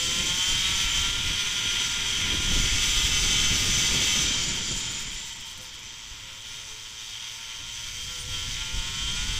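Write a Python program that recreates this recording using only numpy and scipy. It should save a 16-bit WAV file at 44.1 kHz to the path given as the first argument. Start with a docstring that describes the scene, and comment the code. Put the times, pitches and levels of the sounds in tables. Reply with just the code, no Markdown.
"""Kart track, from the driver's helmet: a two-stroke racing kart pulls up to full speed, holds it,
brakes into a hairpin, hops through it and drives out. Crank harmonics make the buzzing note and drone;
noise pulsed at the firing rate rings the metal as rasp. Coloured noise makes brake hiss, tyre scrub and wind;
narrow noise bands sing as disc and engine sizzle; push-pull pulses thump on the microphone."""
import sys
import numpy as np
from scipy import signal
from scipy.fft import rfft, irfft, next_fast_len
from scipy.io import wavfile
from scipy.ndimage import uniform_filter1d, map_coordinates

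SR = 44100
rng = np.random.default_rng(int(sys.argv[2]) if len(sys.argv) > 2 else 0)


def to_wav(s):
    """Save 16-bit WAV."""
    ch = np.atleast_2d(s).T  # columns
    pcm = np.round(np.clip(ch, -1, 1) * 32767)  # PCM
    wavfile.write(sys.argv[1], SR, pcm.astype(np.int16))


N = 414099
TIME = np.arange(N) / SR
FREQS = np.maximum(np.fft.rfftfreq(N, 1 / SR), 1)


def from_db(db):
    """Decibels to gain."""
    return 10 ** (np.asarray(db) / 20)


def rms_one(x):
    """Scale to unit rms."""
    return x / np.sqrt(np.mean(x ** 2) + 1e-20)


def in_time(rows):
    """Each value column of a time curve, at every sample."""
    t_s, *columns = np.transpose(rows)
    return [np.interp(TIME, t_s, column) for column in columns]


def at_hz(points, hz):
    """Read a spectrum on a log-frequency axis."""
    f_hz, value = np.transpose(points)
    return np.interp(np.log(hz), np.log(f_hz), value)


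def between(start_s, end_s, fade_s):
    """Gate: 1 from start to end, straight fades."""
    return np.clip(np.minimum(TIME - start_s, end_s - TIME) / fade_s + .5, 0, 1)


def drift(rate_hz):
    """Slow random curve of rms 1: noise through a double-pole low-pass, every 40 samples."""
    pole = np.exp(-80 * np.pi * rate_hz / SR)
    white = rng.standard_normal(N // 40 + 2002)
    settled = signal.lfilter([1], [1, -2 * pole, pole * pole], white)[2000:]
    return np.interp(np.arange(N) / 40, np.arange(len(settled)), rms_one(settled))


def coloured(x, gain_db):
    """Filter by a gain given at FREQS."""
    size = next_fast_len(N)
    gain = np.interp(np.fft.rfftfreq(size, 1 / SR), FREQS, from_db(gain_db))
    return irfft(rfft(x, size) * gain, size)[:N]


def noise(spectrum):
    """Turbulence or friction noise of a given colour, rms 1."""
    return rms_one(coloured(rng.standard_normal(N), at_hz(spectrum, FREQS)))


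def above(x, hz):
    """Steep high-pass."""
    return coloured(x, -10 * np.log10(1 + (hz / FREQS) ** 24))


def around(x, hz, width_hz):
    """Keep a narrow band, about 3 dB down at its edges."""
    return coloured(x, -20 * np.log10(1 + (1.3 * (FREQS - hz) / width_hz) ** 2))


def singing(hz, width_hz, flutter_db=1.5, flutter_hz=10):
    """A resonance driven by noise sings unsteadily, rms about 1."""
    band = rms_one(around(rng.standard_normal(N), hz, width_hz))
    return band * from_db(flutter_db * drift(flutter_hz))


def harmonic(order, turns):
    """One order of the crank rotation, rms 1, random phase."""
    return np.sqrt(2) * np.sin(2 * np.pi * (order * turns + rng.random()))


# crank speed, one firing a turn, before hops and jitter: t/s, f/Hz
CRANK_SPEED = [(0.0, 168.9), (0.17, 171.8), (0.5, 184.2), (0.87, 194.7), (0.96, 194.4), (1.26, 202.4),
               (1.44, 201.7), (1.5, 205.1), (1.56, 200.4), (2.1, 200.4), (2.31, 202.1), (2.55, 201.3),
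               (2.76, 203.4), (3.24, 204.2), (3.42, 206.2), (3.72, 202.7), (4.2, 205.1), (4.53, 185.9),
               (4.59, 176.6), (5.04, 148.3), (6.21, 107.3), (6.42, 107.0), (6.48, 108.5), (6.78, 110.6),
               (6.96, 109.7), (7.02, 108.3), (7.29, 112.8), (7.35, 111.3), (7.41, 114.5), (7.5, 113.3),
               (7.65, 116.2), (7.68, 119.4), (7.77, 115.9), (8.07, 123.9), (8.43, 123.9), (8.64, 125.4),
               (8.73, 129.5), (8.79, 128.0), (8.88, 132.2), (9.0, 134.3), (9.3, 147.2), (9.39, 148.1)]
# chassis hops that swing the revs: start/s, end/s, hop rate/Hz, swing/Hz
CHASSIS_HOPS = [(6.41, 7.43, 5.39, 1.3), (7.93, 8.8, 6.13, 1.6)]


def crank(jitter=.0012, jitter_hz=35, bumps=.002, bumps_hz=6):
    """Firing rate/Hz and angle/turns; hops and bumps load the axle, and no two firings push quite alike."""
    hops_hz = np.zeros(N)
    for start_s, end_s, rate_hz, swing_hz in CHASSIS_HOPS:
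        hopping = (TIME > start_s) & (TIME < end_s)
        hops_hz += swing_hz * np.sin(2 * np.pi * rate_hz * (TIME - start_s)) * hopping
    unevenness = 1 + jitter * drift(jitter_hz) + bumps * drift(bumps_hz)
    firing_hz = (in_time(CRANK_SPEED)[0] + hops_hz) * unevenness
    return firing_hz, np.cumsum(firing_hz) / SR


SHUT_S, SNAP_S, REOPEN_S, FEED_S = 4.22, .07, 5.85, .5


def throttle_shut():
    """1 = shut, 0 = open: snapped shut over SNAP_S, fed back in over FEED_S."""
    closing = (TIME - SHUT_S) / SNAP_S
    reopening = 1 - (TIME - REOPEN_S) / FEED_S
    return np.clip(np.minimum(closing, reopening), 0, 1)


# fixed resonances of the note, before engine level: f/Hz, harmonic level/dB
NOTE_RESONANCES = [(740, -48), (835, -30), (905, -17.5), (1000, -21.5), (1080, -20), (1160, -26),
                   (1240, -28), (1320, -18), (1405, -14.5), (1470, -18.5), (1550, -27), (1660, -22),
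                   (1800, -22), (2050, -15.5), (2200, -20.5), (2320, -19), (2410, -12.5), (2600, -21.5),
                   (2720, -14.5), (2950, -16), (3080, -6), (3220, -6.5), (3330, -14), (3450, -11.5),
                   (3620, -15.5), (3740, -14), (4100, -27), (4750, -20), (5100, -25), (5700, -20),
                   (6250, -18.5), (6600, -28), (7100, -24), (7550, -31), (7950, -24), (8400, -33),
                   (8900, -30), (10500, -42)]
# tuned pipe's lift or damping: harmonic number, change/dB
PIPE_TUNING = [(4, 15), (5, -6), (6, 9.5), (7, -2), (9, -4), (10, 3), (11, 7), (12, -8), (13, 8), (16, -3),
               (17, 3), (24, 4), (26, 6), (29, 4), (30, 4), (35, 6), (39, 3)]
PIPE_IN_S, PIPE_FADE_S = 2.59, 0.28  # middle and length of its fade-in
# harmonics flaring as they catch a resonance: start/s, end/s, harmonic number, lift/dB
HARMONIC_FLARES = [(-0.1, 0.3, 18, 2.5), (-0.1, 0.2, 16, 5), (0.38, 0.65, 17, 5), (0.56, 0.72, 20, 7),
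                   (0.92, 1.08, 16, 4), (1.25, 4.4, 30, 9), (4.28, 4.56, 12, 10), (4.26, 4.45, 16, 5),
                   (7.97, 8.11, 26, 9), (8.3, 8.45, 26, 4), (8.96, 9.17, 23, 4), (9.1, 9.3, 10, 4),
                   (9.22, 9.5, 21, 3), (9.25, 9.5, 24, 5)]
FLARE_FADE_S = .06
FIRST_FULL_HARMONIC, THINNING_DB = 6, 4.5  # loss per harmonic below the first full one
WAVER_DB = 1.4
QUIVER_RAD, QUIVER_AT_HZ, QUIVER_HZ = 1.7, 6000, 14


def note(firing_hz, turns, overrun, waver_hz=6, rough=0.18, stumble_rad=1.24, stumble_hz=35, count=64):
    """Firing harmonics slide through fixed resonances; at peak revs the pipe picks out its own."""
    step = 64  # control curves are sparse
    coarse_s = TIME[::step]
    pipe_in = np.clip((TIME - PIPE_IN_S) / PIPE_FADE_S + .5, 0, 1)
    pipe_out = np.clip(1 - (TIME - SHUT_S) / SNAP_S, 0, 1)
    on_pipe = (pipe_in * pipe_out)[::step]
    pipe_db = {round(k): db for k, db in PIPE_TUNING}
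    hz, overrun, out = firing_hz[::step], overrun[::step], np.zeros(N)

    def sway(rate_hz):
        """Smoothed noise, rms 1."""
        window = max(2, int(SR / step / rate_hz))
        return rms_one(uniform_filter1d(rng.standard_normal(len(hz)), window))

    for k in range(2, count + 1):
        level_db = at_hz(NOTE_RESONANCES, k * hz) + on_pipe * pipe_db.get(k, 0)
        level_db = level_db - THINNING_DB * max(FIRST_FULL_HARMONIC - k, 0)
        for start_s, end_s, which, lift_db in HARMONIC_FLARES:
            if which == k:
                level_db = level_db + lift_db * between(start_s, end_s, FLARE_FADE_S)[::step]
        gain = np.interp(TIME, coarse_s, from_db(level_db + WAVER_DB * sway(waver_hz)))
        # uneven burning on the overrun smears each line; high ones always quiver
        quiver_rad = QUIVER_RAD * np.minimum(k * hz / QUIVER_AT_HZ, 1) ** 4 * sway(QUIVER_HZ)
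        slip_rad = stumble_rad * overrun * sway(stumble_hz) + quiver_rad
        slip_turns = np.interp(TIME, coarse_s, slip_rad) / (2 * np.pi * k)
        out += gain * harmonic(k, turns + slip_turns)
    return out * (1 + rough * drift(16.0))


# ringing of the engine's metal: f/Hz, width/Hz, lift/dB
METAL_RINGS = [(926, 44, 8.5), (1386, 81, 6.5), (2016, 40, 5.5), (2210, 610, 8.5), (3194, 430, 11),
               (3790, 190, 2.5), (4710, 130, 3), (6170, 390, 7.5), (7060, 620, 5), (7850, 330, 10),
               (11980, 500, 7), (14600, 940, 8.5)]


def restless(sound):
    """Rattling keeps changing its contacts: each ring of the metal swells and fades on its own."""
    swell_db, swell_hz = 1.5, 2.5
    changes = np.zeros(N)
    for hz, width_hz, _ in METAL_RINGS:
        swell = from_db(swell_db * drift(swell_hz) - swell_db / 4)
        changes += around(sound, hz, width_hz) * (swell - 1)
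    return sound + changes


# stray firings, throttle shut: t/s, length/s, strength (1 = normal firing)
STRAY_FIRINGS = [(4.43, 0.034, 0.41), (4.565, 0.066, 0.66), (4.673, .03, .5), (4.78, 0.069, 1.25),
                 (4.923, 0.036, 1.15), (5.014, 0.055, 1.2), (5.135, .055, 1.1), (5.203, 0.023, 1),
                 (5.275, 0.061, 1), (5.33, 0.022, 1.2), (5.365, .015, 1.4), (5.41, .018, 1.4),
                 (5.467, 0.032, 1.3), (5.515, 0.058, 1.3), (5.58, 0.017, 1.7), (5.635, 0.057, 1.5),
                 (5.675, .02, 0.97), (5.745, 0.034, 1.3), (5.797, .02, 1), (5.845, 0.028, 0.79)]
MISFIRE_DB = -8.5  # crack between them


def sputters(turns):
    """Combustion crack strength, throttle shut: fuel catches only for a few cycles at a time."""
    catching = np.zeros(N)
    for t_s, length_s, strength in STRAY_FIRINGS:
        catching += strength * np.exp(-(2 * (TIME - t_s) / length_s) ** 4)
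    cracks = rms_one(np.exp(-2 * (turns % 1)))
    return np.hypot(from_db(MISFIRE_DB), catching * cracks)


# mechanical rasp, before ringing and engine level: f/Hz, level/(dB per Hz)
RASP_COLOUR = [(150, -63), (400, -54.5), (640, -52.5), (780, -53), (880, -46.5), (1150, -46), (1750, -40.5),
               (2000, -43), (2600, -38.5), (2850, -37), (3720, -35), (3950, -41.5), (5700, -38),
               (7600, -49.5), (9200, -49.5), (10300, -60.5), (15000, -63.5)]
PULSING, SLOW_HZ = .24, 110  # pulsing depth (0-1) at SLOW_HZ; faster firings run together


def rasp(firing_hz, turns, bright_db, overrun, flicker_db=0.87, neutral_db=-5.0, treble_hz=4200,
         crack_hz=8400, sputter_db=1.0):
    """Noise pulsed by each firing rings the metal; its treble follows the brightness."""
    depth = PULSING * (SLOW_HZ / firing_hz) ** 2
    bursts = rng.standard_normal(N) * (1 + depth * np.cos(2 * np.pi * turns))
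    ringing_db = sum(lift_db / (1 + (2 * (FREQS - hz) / width_hz) ** 2) for hz, width_hz, lift_db in METAL_RINGS)
    per_hz = rms_one(bursts) * np.sqrt(SR / 2)  # unit power per Hz
    sound = restless(coloured(per_hz, at_hz(RASP_COLOUR, FREQS) + ringing_db))
    catching = sputters(turns)
    sag_db = sputter_db * overrun * (np.minimum(catching, 1) - 1)
    treble_db = bright_db - neutral_db + sag_db + flicker_db * drift(10)
    sound = sound + above(sound, treble_hz) * (from_db(treble_db) - 1)
    # the very top is the combustion crack, which comes and goes on the overrun
    return sound + above(sound, crack_hz) * overrun * (catching - 1)


# silencer drone, before drone level: f/Hz, harmonic level/dB, share of engine swing followed (0-1)
SILENCER_DRONE = [(110, 10.5, .3), (130, 9.5, .3), (160, -3, .9), (220, -4, .9), (330, -5, .9),
                  (370, -5, .9), (408, 2.5, .9), (440, 3, .9), (465, -2, .9), (505, 10.5, .9), (540, 0, .8),
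                  (578, -1.5, .1), (610, -8, .1), (660, -10, .1), (770, -7.5, .1), (900, -12, .1)]


def drone(firing_hz, turns, swing_db, waver_db=3.5, waver_hz=3, count=7):
    """The lowest orders leave through the silencer as clean tones."""
    columns = np.array(SILENCER_DRONE)
    colour, follows = columns[:, :2], columns[:, ::2]
    out = np.zeros(N)
    for k in range(1, count + 1):
        level_db = at_hz(colour, k * firing_hz) + at_hz(follows, k * firing_hz) * swing_db
        out += from_db(level_db + waver_db * drift(waver_hz)) * harmonic(k, turns)
    return out


# engine effort, before balance: t/s, loudness/dB, treble rasp level/dB
ENGINE_EFFORT = [(0.0, -34.5, -31), (0.45, -29.5, -30.5), (1.0, -29, -32.5), (1.15, -30, -36),
                 (2.35, -30, -34), (2.9, -29, -29), (4.2, -29, -29.5), (4.65, -36.5, -36),
                 (5.0, -39, -39.5), (5.4, -44.5, -44.5), (6.38, -46, -47), (6.49, -44, -43.5),
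                 (6.75, -45, -44.5), (7.08, -45.5, -43), (7.22, -43, -42), (7.7, -43, -42.5),
                 (8.1, -42, -38), (8.8, -38, -37), (9.15, -36, -36), (9.39, -36, -35)]
# pull: t/s, cleanness (0 = ragged or shut, 1 = firing every turn)
CLEAN_PULL = [(0, 0.9), (.55, 0.68), (1.2, 0.6), (4.22, 0.52), (4.29, 0.18), (5.85, 0.2), (6.35, 0.6),
              (7.75, 0.58), (8.15, 0.8), (8.47, 0.9), (8.55, 0.55), (8.63, 0.95), (9.39, 0.95)]
NOTE_DB, PULL_NOTE_DB, PULL_RASP_DB = -5.2, 8.0, -4.5  # ragged note; changes from ragged to clean
DRONE_DB, USUAL_DB = -66.5, -36.5  # drone trim; engine loudness it applies at
DRONE_SHUT_DB, DRONE_BREAK_DB, DRONE_BREAK_HZ = -6, 4, 12  # throttle shut: drone sinks and breaks up


def engine(rasp_db=-0.5):
    """A clean pull makes the note stand out; a shut throttle leaves mostly rasp."""
    level_db, treble_db = in_time(ENGINE_EFFORT)
    pull, overrun = np.clip(in_time(CLEAN_PULL)[0], 0, 1), throttle_shut()
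    firing_hz, turns = crank()
    buzz = from_db(NOTE_DB + PULL_NOTE_DB * pull) * note(firing_hz, turns, overrun)
    raw_rasp = rasp(firing_hz, turns, treble_db - level_db, overrun)
    clatter = from_db(rasp_db + PULL_RASP_DB * pull) * raw_rasp
    drone_db = DRONE_DB + overrun * (DRONE_SHUT_DB + DRONE_BREAK_DB * drift(DRONE_BREAK_HZ))
    hum = from_db(drone_db) * drone(firing_hz, turns, level_db - USUAL_DB)
    return from_db(level_db) * (buzz + clatter) + hum


# engine sizzle under load: t/s, level/dB
SIZZLE_LEVEL = [(0, -39.5), (1.02, -40.5), (1.2, -52), (2.55, -43.5), (2.8, -38), (4.25, -38), (4.5, -48),
                (6.3, -58), (7.8, -64), (8.2, -54), (9.39, -48)]
SIZZLE_HZ, SIZZLE_WIDTH_HZ = 7190, 210


def sizzle():
    """A narrow high band sings out when the engine works hard."""
    return from_db(in_time(SIZZLE_LEVEL)[0]) * singing(SIZZLE_HZ, SIZZLE_WIDTH_HZ)


# wind, before trims and gusts: t/s, buffeting level/dB, rush level/dB
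WIND_LEVELS = [(0.0, -42.5, -39), (0.6, -35.5, -45), (1.29, -31.5, -43), (1.42, -41, -45),
               (2.03, -37.5, -43), (2.33, -32.5, -35), (2.55, -23, -37), (2.82, -30, -40.5),
               (3.0, -28, -38.5), (3.7, -27.5, -35.5), (3.85, -36.5, -36.5), (4.65, -36.5, -38),
               (5.19, -45.5, -51), (5.28, -48, -54.5), (6.5, -52.5, -60), (7.4, -54.5, -63.5),
               (8.0, -40, -55), (9.2, -30, -48), (9.39, -31, -52)]
# buffeting colour: f/Hz, relative level/(dB per Hz)
BUFFET_COLOUR = [(5, 0), (22, -0.5), (55, -4), (90, -6), (150, -15), (300, -29.5), (700, -74)]
# rush colour: f/Hz, relative level/(dB per Hz)
RUSH_COLOUR = [(50, -6), (120, 1), (190, -1), (330, -6.5), (480, -12.5), (700, -21), (1500, -23),
               (4000, -71)]
# single gusts and lulls: t/s, half length/s, lift/dB
SINGLE_GUSTS = [(0.248, 0.089, 4.5), (0.398, 0.09, -2), (0.537, 0.046, 4), (3.977, 0.065, 3.5),
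                (7.61, 0.054, 7), (7.855, 0.036, 2), (8.77, 0.055, 2)]


def wind(buffet_db=-2.5, rush_db=-1.84, gust_db=1.23, gust_hz=9, flutter_db=2.0, flutter_hz=30):
    """Deep buffeting and a higher rush share the same eddies; small eddies make the rush flutter."""
    gusts_db = sum(lift_db * np.exp(-np.square((TIME - t_s) / half_s)) for t_s, half_s, lift_db in SINGLE_GUSTS)
    low_db, high_db = in_time(WIND_LEVELS) + gusts_db
    rush = from_db(high_db + rush_db + flutter_db * drift(flutter_hz)) * noise(RUSH_COLOUR)
    buffeting = from_db(low_db + buffet_db) * noise(BUFFET_COLOUR)
    return (buffeting + rush) * from_db(gust_db * drift(gust_hz))


# scrub colour: f/Hz, relative level/(dB per Hz)
SCRUB_COLOUR = [(300, -7), (780, -12), (900, 6), (1200, -2), (2500, -16)]
SCRUB_AT_S, SCRUB_HALF_S, SCRUB_PEAK_DB = 4.5, 3.9, -56.5


def tyres(grip_db=-1.0, grip_hz=8):
    """Sliding rubber gives a dull scrub that swells towards the corner and fades, with uneven grip."""
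    swell = np.exp(-np.square((TIME - SCRUB_AT_S) / SCRUB_HALF_S))
    return swell * from_db(SCRUB_PEAK_DB + grip_db * drift(grip_hz)) * noise(SCRUB_COLOUR)


# lone eddies on the microphone: t/s, half length/s, peak level/dB
LONE_EDDIES = [(0.523, 0.0089, -30), (0.865, 0.0083, -29), (1.287, 0.0066, -28), (2.597, 0.0057, -22),
               (2.722, 0.0045, -22), (2.982, .006, -23), (4.766, 0.0089, -35), (5.032, 0.012, -36),
               (5.086, 0.0066, -38), (5.155, .007, -37), (6.122, 0.0051, -37.5), (6.515, .01, -45),
               (6.73, 0.01, -44), (6.849, .009, -46), (7.103, 0.0036, -46), (7.506, .006, -49),
               (7.854, 0.0041, -37), (8.78, 0.0053, -34), (9.197, 0.0051, -29)]


def thumps():
    """Each eddy sucks, then pushes, once."""
    out = np.zeros(N)
    for t_s, half_s, peak_db in LONE_EDDIES:
        u = np.clip((TIME - t_s) / half_s, -10, 10)
        out += from_db(peak_db) * u * np.exp((1 - u * u) / 2)
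    return out


# disc rubbing colour: f/Hz, relative level/(dB per Hz)
DISC_RUBBING = [(800, -17.5), (2500, -13), (4300, -7.5), (6500, -6), (7100, 9.5), (7700, -10),
                (8600, -13.5), (11000, -27), (15000, -62)]
BRAKE_ON_S, BRAKE_OFF_S, BRAKE_DB = 4.35, 5.05, -38
BRAKE_BITE_DB_PER_S, BRAKE_EASE_DB_PER_S = 300, 39
BRAKE_RISE, BRAKE_RISE_S = 0.036, 0.22  # share of pitch; time taken


def brake(grab_db=2.5, grab_hz=12):
    """Pads bite, rub the disc unevenly and ease off; the freed disc rings a little higher."""
    eased_s = np.maximum(TIME - BRAKE_OFF_S, 0)
    below_db = BRAKE_BITE_DB_PER_S * np.maximum(BRAKE_ON_S - TIME, 0) + BRAKE_EASE_DB_PER_S * eased_s
    read_speed = 1 + BRAKE_RISE * np.minimum(eased_s / BRAKE_RISE_S, 1)
    rubbing = map_coordinates(noise(DISC_RUBBING), [np.cumsum(read_speed)], order=3, mode="wrap")
    return from_db(BRAKE_DB - below_db + grab_db * drift(grab_hz)) * rubbing


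# narrow rings that come and go: start/s, end/s, f/Hz, level/dB; the first row is the engine's metal ringing on
# the overrun, the rest are disc modes rung by grazing pads
DISC_GRAZES = [(4.4, 5.5, 915, -59), (4.95, 5.5, 1977, -56), (5.5, 6.7, 1950, -62.5),
               (6.43, 6.64, 3700, -52.5), (6.94, 7.31, 3680, -51), (6.47, 6.75, 8980, -60),
               (7.99, 8.04, 8860, -57), (8.18, 8.24, 8940, -53)]
GRAZE_WIDTH_HZ, GRAZE_FADE_S = 24, 0.037


def grazes():
    """The flexing chassis lets the disc touch the pads, and its modes sing; on the overrun a ring of the
    engine's metal sings too."""
    out = np.zeros(N)
    for start_s, end_s, hz, level_db in DISC_GRAZES:
        touch = between(start_s, end_s, GRAZE_FADE_S)
        out += from_db(level_db) * touch * singing(hz, GRAZE_WIDTH_HZ)
    return out


def scene():
    """Everything reaches one small microphone, alike in both channels."""
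    mix = engine() + sizzle() + wind() + tyres() + thumps() + brake() + grazes()
    return np.tile(mix, (2, 1))


CUTOFF_HZ = 15400


def record(dry):
    """Steep elliptic low-pass: 0.1 dB ripple, 80 dB stop band."""
    return signal.sosfilt(signal.ellip(12, .1, 80, CUTOFF_HZ, fs=SR, output="sos"), dry)


dry = scene()
out = record(dry)
to_wav(out)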